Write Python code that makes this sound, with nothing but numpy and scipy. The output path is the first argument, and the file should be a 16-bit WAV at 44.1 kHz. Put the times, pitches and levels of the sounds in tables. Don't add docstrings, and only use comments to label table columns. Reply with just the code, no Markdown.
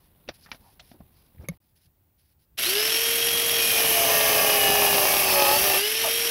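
import sys
import numpy as np
from scipy import signal
from scipy.fft import rfft, irfft
from scipy.io import wavfile
from scipy.ndimage import uniform_filter1d

SR = 44100
rng = np.random.default_rng(int(sys.argv[2]) if len(sys.argv) > 2 else 0)


def transcribe(signal):
    frames = np.atleast_2d(signal).T
    limited = np.clip(frames, -1, 1)
    pcm = np.round(limited * 32767).astype(np.int16)
    wavfile.write(sys.argv[1], SR, pcm)


def decibels_to_gain(level_db):
    exponent = np.asarray(level_db, float) / 20
    return 10 ** exponent


N = 277830
T = np.arange(N) / SR

# time_s, bite_db on the board, nearness_db of the tool
WORK = [(2.575, -60, -5.5), (2.63, -42, 0), (3.05, -43.5, 1), (3.35, -34, 0), (3.56, -33.5, 1),
        (3.86, -27.5, 2.05), (4.17, -22, .7), (4.6, -21.5, -0.3), (5.0, -21.5, 0), (5.25, -22.5, 0),
        (5.46, -19.5, -0.8), (5.61, -23, 0.6), (5.77, -23.5, 1.2), (5.83, -50, -0.5), (6.0, -41, -0.5),
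        (6.06, -31, -1), (6.13, -43, 0.2), (6.3, -48, 0)]
# time_s, loss_hz
SAG = [(3.52, 1), (3.8, 13), (4.05, 24), (4.25, 37), (4.4, 40), (4.55, 47), (4.68, 54), (4.85, 59),
       (4.98, 65), (5.1, 75), (5.22, 80), (5.3, 90), (5.46, 105), (5.55, 94), (5.6, 81), (5.65, 75),
       (5.72, 80), (5.785, 81)]
# time_s, fan_lift_db, commutator_lift_db
TONE_LIFT = [(2.62, -24, -10), (2.66, -24, 0), (2.74, -22, 2), (2.79, -1, 3), (2.95, 0, 3), (3.1, 0, -3),
             (3.5, 0, -3), (3.62, 0, 0), (5.55, 0, 0), (5.65, 0, 1), (5.85, -1, 0), (5.95, -3, -1),
             (6.1, -5, -3), (6.3, -6, 0)]
# pitch_hz, level_db
UNBALANCE = [(280, -65), (335, -48), (365, -35), (395, -36), (415, -30), (435, -36), (452, -38), (468, -35)]
FAN = [(1900, -44), (2500, -57), (2650, -33), (2750, -40.5), (2900, -27.5), (3000, -37.5), (3120, -43),
       (3270, -32)]
COMMUTATOR = [(4350, -35), (4520, -34), (4620, -39), (4800, -41), (5000, -43), (5300, -46), (5480, -40),
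              (5600, -36)]
# armature_multiple, level_db
FAINT_ORDERS = [
    (2, -52.5),
    (4, -43.5),
    (5, -52),
    (13, -57),
]
# start_s, end_s, armature_multiple, level_db
SWEEPS = [
    (2.615, 2.656, 12, -35),
    (5.25, 5.5, 14, -37),
    (5.79, 5.923, 5, -42.5),
    (5.82, 6.1, 13, -39),
    (5.94, 6.2, 8, -40),
]
# pitch_hz, density_db per Hz
HOUSING = [(150, -56), (250, -21.5), (419, -13), (458, -17), (515, -21), (633, -12), (876, -21),
           (1380, -14), (3160, -6.5), (3460, -12), (5000, -13.5), (5620, -7.5), (6910, -24.5), (8500, -26),
           (11000, -15), (18700, -120)]
# pitch_hz, density_db per Hz
GRIT = [
    (5500, -47),
    (6500, -12),
    (7200, -12),
    (8500, -8.5),
    (10000, -4.5),
    (11400, 4.5),
    (12500, -2.5),
    (14000, -7),
    (16000, -10),
]
# pitch_hz, width_hz,
# level_db
BOARD = [(594, 247, -2), (727, 180, -2.5), (799, 88, 1), (1152, 220, -6.5), (1728, 205, -7.5),
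         (2500, 280, -4), (4980, 410, -9), (6290, 350, -10)]
# pitch_hz, width_hz, level_db
STEEL = [(5280, 200, -19), (5750, 300, -15), (9300, 400, -22), (10750, 500, -12), (11800, 500, -12),
         (12900, 600, -14), (14000, 600, -15), (15200, 600, -13)]
# start_s, end_s, disc_multiple, level_db
DRUM = [(3.72, 4.1, 4, -38.5), (3.9, 4.55, 4, -31), (4.39, 5.35, 4, -35), (5.3, 5.62, 4, -29),
        (5.6, 5.8, 4, -37), (4.05, 4.93, 3.5, -39), (5.05, 5.45, 4.5, -39.5), (4.2, 4.5, 5, -41),
        (4.42, 4.95, 5, -31), (3.7, 4.05, 10.5, -42.5), (4.9, 5.15, 7.5, -43), (4.9, 5.3, 5, -36.5),
        (5.62, 5.8, 5, -36), (4.8, 5.0, 5.5, -37), (5.05, 5.35, 5.5, -40), (5.64, 5.78, 5.5, -38),
        (4.05, 4.3, 6, -39), (5.32, 5.6, 6, -27), (5.68, 5.8, 6, -43), (5.25, 5.45, 6.5, -41),
        (4.0, 4.7, 7, -37.5), (4.72, 4.9, 7, -39), (5.05, 5.55, 7, -43), (5.1, 5.6, 8, -39),
        (5.62, 5.82, 8, -39.5), (5.33, 5.6, 9, -34.5), (4.05, 4.61, 10, -39.5), (4.05, 4.5, 11, -39),
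        (4.5, 5.0, 11, -36), (3.75, 4.73, 13, -39.5), (5.35, 5.6, 13, -41), (5.62, 5.8, 12, -37.5),
        (3.56, 3.85, 14, -33), (3.9, 4.05, 14, -37), (4.55, 4.7, 14, -39), (4.35, 4.7, 15, -41),
        (5.02, 5.28, 15, -35.5), (4.05, 4.5, 16, -38.5), (4.45, 5.0, 16, -37), (3.75, 4.15, 17, -36),
        (4.65, 5.0, 17, -39), (5.12, 5.35, 17, -40), (4.42, 4.58, 18, -34), (5.25, 5.55, 18, -35.5),
        (5.35, 5.6, 19, -35.5), (5.7, 5.82, 18, -33)]
# time_s, peak_db
GEAR_KNOCKS = [(2.5803, -22), (2.5903, -14), (2.6302, -15), (2.7526, -10), (2.7699, -13), (2.7968, -12),
               (2.8158, -14), (2.8747, -15), (2.8951, -12), (2.904, -16), (2.9213, -12), (2.9839, -16),
               (3.0737, -16), (3.1236, -17), (3.1905, -16), (3.2154, -19), (3.288, -17), (3.3735, -10),
               (3.4174, -15), (3.4948, -10), (3.638, -15), (3.6559, -14), (3.7053, -12), (3.804, -12),
               (5.858, -17),
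    (5.958, -17),
    (6.046, -17),
    (6.205, -21),
]
# time_s, peak_db
SNATCHES = [(3.786, -18), (3.805, -14), (3.822, -16), (3.846, -12), (3.89, -18), (3.914, -12.5),
            (3.981, -17), (4.009, -17), (4.035, -14), (4.05, -12), (4.097, -14), (4.12, -12), (4.145, -13),
            (4.192, -15), (4.21, -8), (4.254, -15), (4.291, -14), (4.331, -11), (4.351, -11), (4.422, -16),
            (4.447, -13), (4.474, -14), (4.498, -9), (4.519, -11), (4.615, -15), (4.638, -8), (4.681, -12),
            (4.702, -8), (4.742, -25), (4.755, -8.5), (4.794, -13), (4.821, -9), (4.84, -12), (4.864, -12),
            (4.912, -16), (4.929, -10.5), (4.961, -12), (4.981, -8), (5.005, -12), (5.029, -13),
            (5.054, -9.5), (5.14, -9), (5.168, -10), (5.28, -17), (5.307, -14), (5.327, -10), (5.422, -7),
            (5.451, -10), (5.466, -10), (5.49, -10), (5.513, -8), (5.64, -13), (5.675, -12), (5.704, -15),
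            (5.745, -12), (5.793, -15)]
# time_s, lift_db
GUSTS = [
    (3.345, 6),
    (3.86, 5.5),
    (4.7, 6.5),
    (4.93, 6),
    (5.35, 0.5),
]
# time_s, peak_db, thud_hz, ring_hz, crack_db
KNOCKS = [(0.279, -35, 290, 2640, -16), (0.288, -20, 520, 583, -9), (0.292, -22, 334, 692, -11),
          (0.461, -39, 164, 1810, -13), (0.49, -40, 170, 824, -15), (0.516, -23, 233, 2330, -4),
          (0.527, -34, 549, 1860, -6), (0.546, -36, 261, 660, -9.5), (0.611, -56, 151, 851, -13),
          (0.796, -43, 151, 706, -0.5), (0.915, -34, 236, 705, -17.5), (0.951, -49, 239, 608, -32),
          (1.004, -37, 220, 700, -24), (1.348, -46, 186, 550, -22)]
# pitch_hz, density_db per Hz
CRACK = [(240, -48), (400, -13), (1430, -2), (2380, -2), (3000, -5.5), (5720, -7), (7670, -44),
         (11100, -26.5), (15800, -40)]
# pitch_hz, level_db, t60_s
DROP = [(550, -1.5, 0.033), (1200, -14, 0.024), (2190, 0, 0.031), (3780, -14, 0.022), (4530, -12, .02),
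        (6380, -2, 0.019), (11100, -0.5, 0.02), (11260, -5, 0.024)]
# start_s, end_s, pitch_hz, width_hz, level_db
SCRAPES = [(0.281, 0.284, 1657, 2500, -54), (0.306, 0.333, 600, 800, -60), (0.42, 0.474, 4700, 1200, -58),
           (0.443, 0.513, 1200, 1600, -57.5), (0.514, 0.574, 800, 900, -53.5),
           (0.597, 0.755, 836, 300, -62), (.92, 0.996, 300, 280, -57), (1.095, 1.321, 830, 900, -75),
           (1.12, 1.25, 4500, 1000, -76), (1.382, 1.441, 67, 50, -38.5), (1.386, 1.48, 296.3, 407.4, -53),
           (1, 1.025, 790, 400, -55), (1.42, 1.475, 140, 151.2, -44), (-.05, 0.074, 900, 1200, -71),
           (0.79, 0.822, 3520, 2500, -51), (0.794, 0.83, 700, 138.9, -57), (1.37, 1.416, 1990, 600, -70),
           (1.438, 1.477, 2250, 250, -58), (1.439, 1.47, 1200, 400, -62), (1.415, 1.45, 5600, 1200, -68),
           (1.508, 1.548, 450, 400, -55), (1.51, 1.552, 2000, 500, -64)]
# start_s, end_s, pitch_hz, width_hz, level_db
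BRUSH = [
    (6.025, 6.115, 660, 170, -29),
    (6.02, 6.11, 830, 150, -34),
    (6.03, 6.12, 1120, 120, -42),
]
# start_s, end_s, level_db
RUSTLES = [(-.06, 0.106, -68.5), (.33, .38, -59), (0.366, 0.485, -62), (0.486, 0.587, -59),
           (0.576, 0.784, -65), (0.78, 0.974, -63.5), (1.087, 1.34, -70), (1.39, 1.474, -73),
           (1.48, 1.58, -74), (1.59, 1.747, -77), (1.75, 1.802, -66), (1.788, 1.892, -67.5),
           (2.17, 2.243, -71), (2.22, 2.352, -72.5), (2.382, 2.459, -69.5)]
# pitch_hz, density_db per Hz
RUSTLE = [(760, -42.5), (1300, -19), (1440, -2), (3770, 1.5), (5010, 4.5), (7760, -14.5), (11100, 7.5),
          (13400, -8), (15000, -19), (15800, -46)]
# time_s, level_db
BUMPS = [(.298, -52), (.538, -59), (.618, -59), (.824, -65), (1.02, -55), (1.398, -49), (1.505, -44),
         (1.73, -69), (1.87, -64), (2.42, -71), (2.535, -60)]
# pitch_hz, density_db per Hz
YARD = [(18, -50.5), (30, -19), (79, -5), (165, -16.5), (382, -23), (435, -27.5), (755, -28.5), (883, -28),
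        (955, -32), (6650, -43.5), (13500, -34), (14600, -26), (15800, -28.5)]
BUSY = [(88, -34.5), (150, -7.5), (543, -15), (1050, -17), (1250, -23), (3880, -25), (7250, -41),
        (10900, -20.5), (13500, -24), (14600, -14.5), (15800, -24.5)]
# start_s, end_s
SCENE_GAP = (1.577, 1.601)

DISC_RATIO = .3826
START_S, RELEASE_S = 2.575, 5.785


def grinder():
    hz = speed()
    bite_db, near_db = curves(WORK)
    bite_db = bite_db + 0.72 * walk(18)
    turns = np.cumsum(hz) / SR
    disc_turns = DISC_RATIO * turns
    knock_db = clatter(disc_turns, bite_db)

    unbalance_db = radiated(hz, UNBALANCE) + near_db
    fan_db = radiated(7 * hz, FAN) + near_db
    commutator_db = radiated(12 * hz, COMMUTATOR) + near_db
    free = np.clip(-(bite_db + 32) / 6, 0, 1)
    commutator_db += (-37 + near_db - commutator_db) * free
    fan_lift_db, commutator_lift_db = curves(TONE_LIFT)
    fan_db += fan_lift_db
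    commutator_db += commutator_lift_db

    whirr_db = -24.5 + near_db + knock_db
    hiss_db = -24 + 0.15 * (bite_db + 21) + near_db + knock_db
    tool = motor(turns, unbalance_db, fan_db, commutator_db, whirr_db, bite_db)
    tool += disc(disc_turns, bite_db, hiss_db)
    tool += strands(turns, SWEEPS, 0.5) + jolts()
    on = np.clip((T - 2.572) / 0.013, 0, 1)
    return on * (tool + draught(bite_db))


def speed():
    def lag(since, lag_s=.131):
        return np.exp(-np.maximum(T - since, 0) / lag_s)

    run_up = 467.5 - 234 * lag(START_S) - 220 * lag(START_S, .027)
    return run_up - curves(SAG)[0] * lag(RELEASE_S)


def motor(turns, unbalance_db, fan_db, commutator_db, whirr_db, bite_db):
    strain = np.clip((bite_db + 45) / 20, .2, 1)
    tones = decibels_to_gain(unbalance_db + 2.5 * strain * walk(30)) * np.sin(2 * np.pi * turns + .5 * strain * walk(25))
    tones += decibels_to_gain(fan_db + 1.5 * walk(40)) * np.sin(2 * np.pi * 7 * turns + .55 * walk(60))

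    smear = .75 * walk(150)
    sides = sum(np.sin(2 * np.pi * (12 + s * DISC_RATIO) * turns + smear) for s in (-1, 1))
    side_db = -8 - np.maximum(bite_db + 40, 0)
    bars = np.sin(2 * np.pi * 12 * turns + smear) + decibels_to_gain(side_db) * sides
    tones += decibels_to_gain(commutator_db + 2.5 * walk(60) + walk(12)) * bars

    wobble = 1.2 * np.sin(2 * np.pi * DISC_RATIO * turns)
    mesh = np.sin(2 * np.pi * 14 * turns + wobble + walk(150))
    tones += decibels_to_gain(.5 * (commutator_db + bite_db) - 11 + 3 * walk(8)) * mesh

    faint_db = unbalance_db + 34.5 - np.maximum(bite_db + 35.5, 0)
    for multiple, db in FAINT_ORDERS:
        tones += decibels_to_gain(db + faint_db + 2 * walk(12)) * np.sin(2 * np.pi * multiple * turns)

    air = rng.standard_normal(N) * decibels_to_gain(0.66 * walk(25.136))
    rattle = between(grains(600, 0.5, 0.0014), 2140, 4700)
    whirr = level(colour(air + decibels_to_gain(-2) * rattle, HOUSING), -2.8)
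    return np.sqrt(2) * tones + decibels_to_gain(whirr_db) * whirr


def radiated(hz, points):
    return np.interp(hz, *np.transpose(points))


def clatter(disc_turns, bite_db):
    mains = np.cos(4 * np.pi * 60 * (T - 2.6385)) * np.exp(-np.maximum(T - START_S, 0) / 0.15)
    free = np.clip(-(bite_db + 22.5) / 12, 0, 1)
    fourth = np.cos(2 * np.pi * (disc_turns / 4 - 0.53) + 1.2 * walk(17)) * free
    return 2.5 * mains + 1.5 * fourth


def disc(disc_turns, bite_db, hiss_db):
    chatter = grains(2000, 1.4, .001)
    board = np.zeros(N)
    for k, (hz, width, db) in enumerate(BOARD):
        board += (-1) ** k * decibels_to_gain(db) * band(band(chatter, hz, width), hz, 2 * width)

    grit = rng.standard_normal(N) * decibels_to_gain(walk(45)) + decibels_to_gain(-8) * grains(600, 1.8, .0015)
    sizzle = level(between(grains(4000, 1.9, 0.00089), 13000, 17600), 0)
    sizzle *= decibels_to_gain(0.56 * (bite_db + 28.5) - 7.5 + .7 * walk(30))
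    hiss = level(colour(grit, GRIT), 0) + sizzle + steel(bite_db)

    drumming = strands(disc_turns, DRUM, 0.48)
    return decibels_to_gain(bite_db) * level(board, -5.5) + drumming + decibels_to_gain(hiss_db) * level(hiss, -0.017)


def steel(bite_db):
    out = np.zeros(N)
    for hz, width, db in STEEL:
        mode = level(band(band(rng.standard_normal(N), hz, width), hz, width), db)
        out += mode * decibels_to_gain(2.5 * walk(5.5) + 2 * walk(40))
    return decibels_to_gain(bite_db + 19) * out


def strands(turns, rows, wobble):
    flutter = [(1.5 * walk(25), wobble * walk(25)) for _ in range(6)]
    out = np.zeros(N)
    for start, end, multiple, db in rows:
        halves = round(2 * multiple)
        swing_db, slip = flutter[halves // 2 % 6]
        tone = np.sin(np.pi * halves * turns + slip + halves ** 2)
        out += decibels_to_gain(db + swing_db) * spell(start, end, .2) * tone
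    return np.sqrt(2) * out


def jolts():
    t = T[:700]
    casing = between(rng.standard_normal(len(t)) * t * np.exp(-t / .001), 2300, 4400)
    push = t * np.exp(-t / .00012)
    board = np.zeros(len(t))
    for k, (hz, width, db) in enumerate(BOARD):
        board += (-1) ** k * decibels_to_gain(db) * band(push, hz, 2.26 * width)
    gears = blows(GEAR_KNOCKS, casing, -5)
    return gears + blows(SNATCHES, board, -5) + blows(SNATCHES, casing, -8)


def blows(rows, shape, offset_db):
    train = np.zeros(N)
    for s, db in rows:
        train[int(s * SR)] = decibels_to_gain(db + offset_db)
    return signal.fftconvolve(train, shape / np.abs(shape).max())[:N]


def draught(bite_db):
    db = -40.5 + 0.44 * (bite_db + 23) + sum(lift * bump(s, 0.026) for s, lift in GUSTS)
    buffet = between(rng.standard_normal(N), 43, 427) * decibels_to_gain(0.88 * walk(13))
    return decibels_to_gain(db) * level(buffet, -0.44)


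def knocks():
    out, t = np.zeros(N), T[:4000]
    for s, db, thud_hz, ring_hz, crack_db in KNOCKS:
        burst = np.exp(-t / 0.0034) + 0.22 * np.exp(-t / 0.012)
        crack = colour(rng.standard_normal(len(t)) * burst, CRACK)
        hit = decibels_to_gain(crack_db + 10) * crack / np.abs(crack).max()
        hit += decibels_to_gain(-3.5) * ring(ring_hz, 0.031, t)
        thud_db = -3.5 - 0.82 * (crack_db + 10.5)
        hit += decibels_to_gain(thud_db) * ring(thud_hz, 0.036, t) * np.minimum(t / 0.0017, 1)
        start = int(s * SR)
        out[start:start + len(t)] += decibels_to_gain(db - 6) * hit
    return out


def hard_drop():
    out, t = np.zeros(N), T[:4000]
    drop = sum(decibels_to_gain(db) * ring(hz, t60, t) for hz, db, t60 in DROP)
    crack = level(colour(rng.standard_normal(len(t)), CRACK), 0) * np.exp(-t / 0.0089)
    drop = drop / np.abs(drop).max() + decibels_to_gain(-26.5) * crack
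    u = t / 0.0115
    boom = decibels_to_gain(-26.5) * u ** 2 * np.exp(2 - 2 * u) * np.sin(2 * np.pi * 170 * t)
    start = int(1.4865 * SR)
    out[start:start + len(t)] = decibels_to_gain(-18) * drop + boom
    return out


def scrapes():
    out, grit = np.zeros(N), grains(1800, 1.3, 0.0024)
    for start, end, hz, width, db in SCRAPES + BRUSH:
        out += level(band(band(grit, hz, width), hz, width), db + 1) * stroke(start, end, 0.35)
    return out


def sleeves():
    rustle = level(colour(grains(2500, 1.9, 0.0034), RUSTLE), 0)
    return rustle * sum(decibels_to_gain(db) * spell(start, end, 0.31) for start, end, db in RUSTLES)


def handling():
    width_s = 0.024
    gain = decibels_to_gain(np.where(T < SCENE_GAP[1], -63, -80)) + sum(decibels_to_gain(db) * bump(s, width_s) for s, db in BUMPS)
    return gain * (T < START_S + width_s) * level(between(rng.standard_normal(N), 33, 137), -1.4)


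def yard():
    calm = level(colour(rng.standard_normal(N), YARD), -66.5) * decibels_to_gain(0.43 * walk(6.1))
    capsule = level(band(band(rng.standard_normal(N), 14650, 500), 14650, 500), -79)
    busy = level(colour(grains(3000, 1.5, .003), BUSY), -65) * decibels_to_gain(walk(8))
    return calm + capsule + busy * (T < SCENE_GAP[1])


def grains(rate, spread_db, tail_s):
    size = np.minimum(rng.exponential(size=N), 3)
    puffs = (rng.random(N) < rate / SR) * decibels_to_gain(spread_db * size)
    flare = signal.lfilter([1], [1, -np.exp(-1 / (tail_s * SR))], puffs)
    return level(rng.standard_normal(N) * flare, 0)


def walk(rate):
    k = max(int(SR / rate), 201)
    held = rng.standard_normal(N // 200)[np.arange(N) // k]
    return 1.3 * uniform_filter1d(uniform_filter1d(held, k), k)


def ring(hz, t60, t):
    return np.sin(2 * np.pi * hz * t) * np.exp(-np.log(1000) * t / t60)


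def band(x, hz, width_hz):
    return signal.lfilter(*signal.iirpeak(hz, hz / width_hz, fs=SR), x)


def between(x, lo_hz, hi_hz):
    return signal.sosfilt(signal.butter(2, [lo_hz, hi_hz], "band", fs=SR, output="sos"), x)


def colour(x, points):
    hz, db = np.transpose(points)
    grid = np.arange(1025) * SR / 2048 + 1
    c = irfft(np.interp(np.log(grid), np.log(hz), db) * np.log(10) / 20)
    c[1:1024] *= 2
    c[1025:] = 0
    return signal.fftconvolve(x, irfft(np.exp(rfft(c))))[:len(x)]


def level(x, db):
    return x * decibels_to_gain(db) / np.sqrt(np.mean(x ** 2))


def curves(rows):
    s, *columns = np.transpose(rows)
    return [np.interp(T, s, c) for c in columns]


def spell(start, end, edge):
    return np.sin(np.pi / 2 * np.clip(np.minimum(T - start, end - T) / (edge * (end - start)), 0, 1)) ** 2


def stroke(start, end, attack):
    u = np.clip((T - start) / (end - start), 0, 1)
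    return np.sin(np.pi / 2 * np.minimum(u / attack, (1 - u) / (1 - attack))) ** 2


def bump(s, width_s):
    return np.exp(-((T - s) / width_s) ** 2)


def scene():
    mono = grinder() + knocks() + hard_drop() + scrapes() + sleeves() + handling() + yard()
    return np.array([mono, mono])


def roll_off(x):
    return signal.sosfilt(signal.butter(12, 16910, fs=SR, output="sos"), x)


def record(dry):
    gap = np.clip(np.maximum(SCENE_GAP[0] - T, T - SCENE_GAP[1]) / 0.0028, 0, 1)
    top_cut = signal.ellip(14, .3, 70, 15760, fs=SR, output="sos")
    mix = signal.sosfilt(top_cut, dry * gap)
    return roll_off(mix)


dry = scene()
out = record(dry)
transcribe(out)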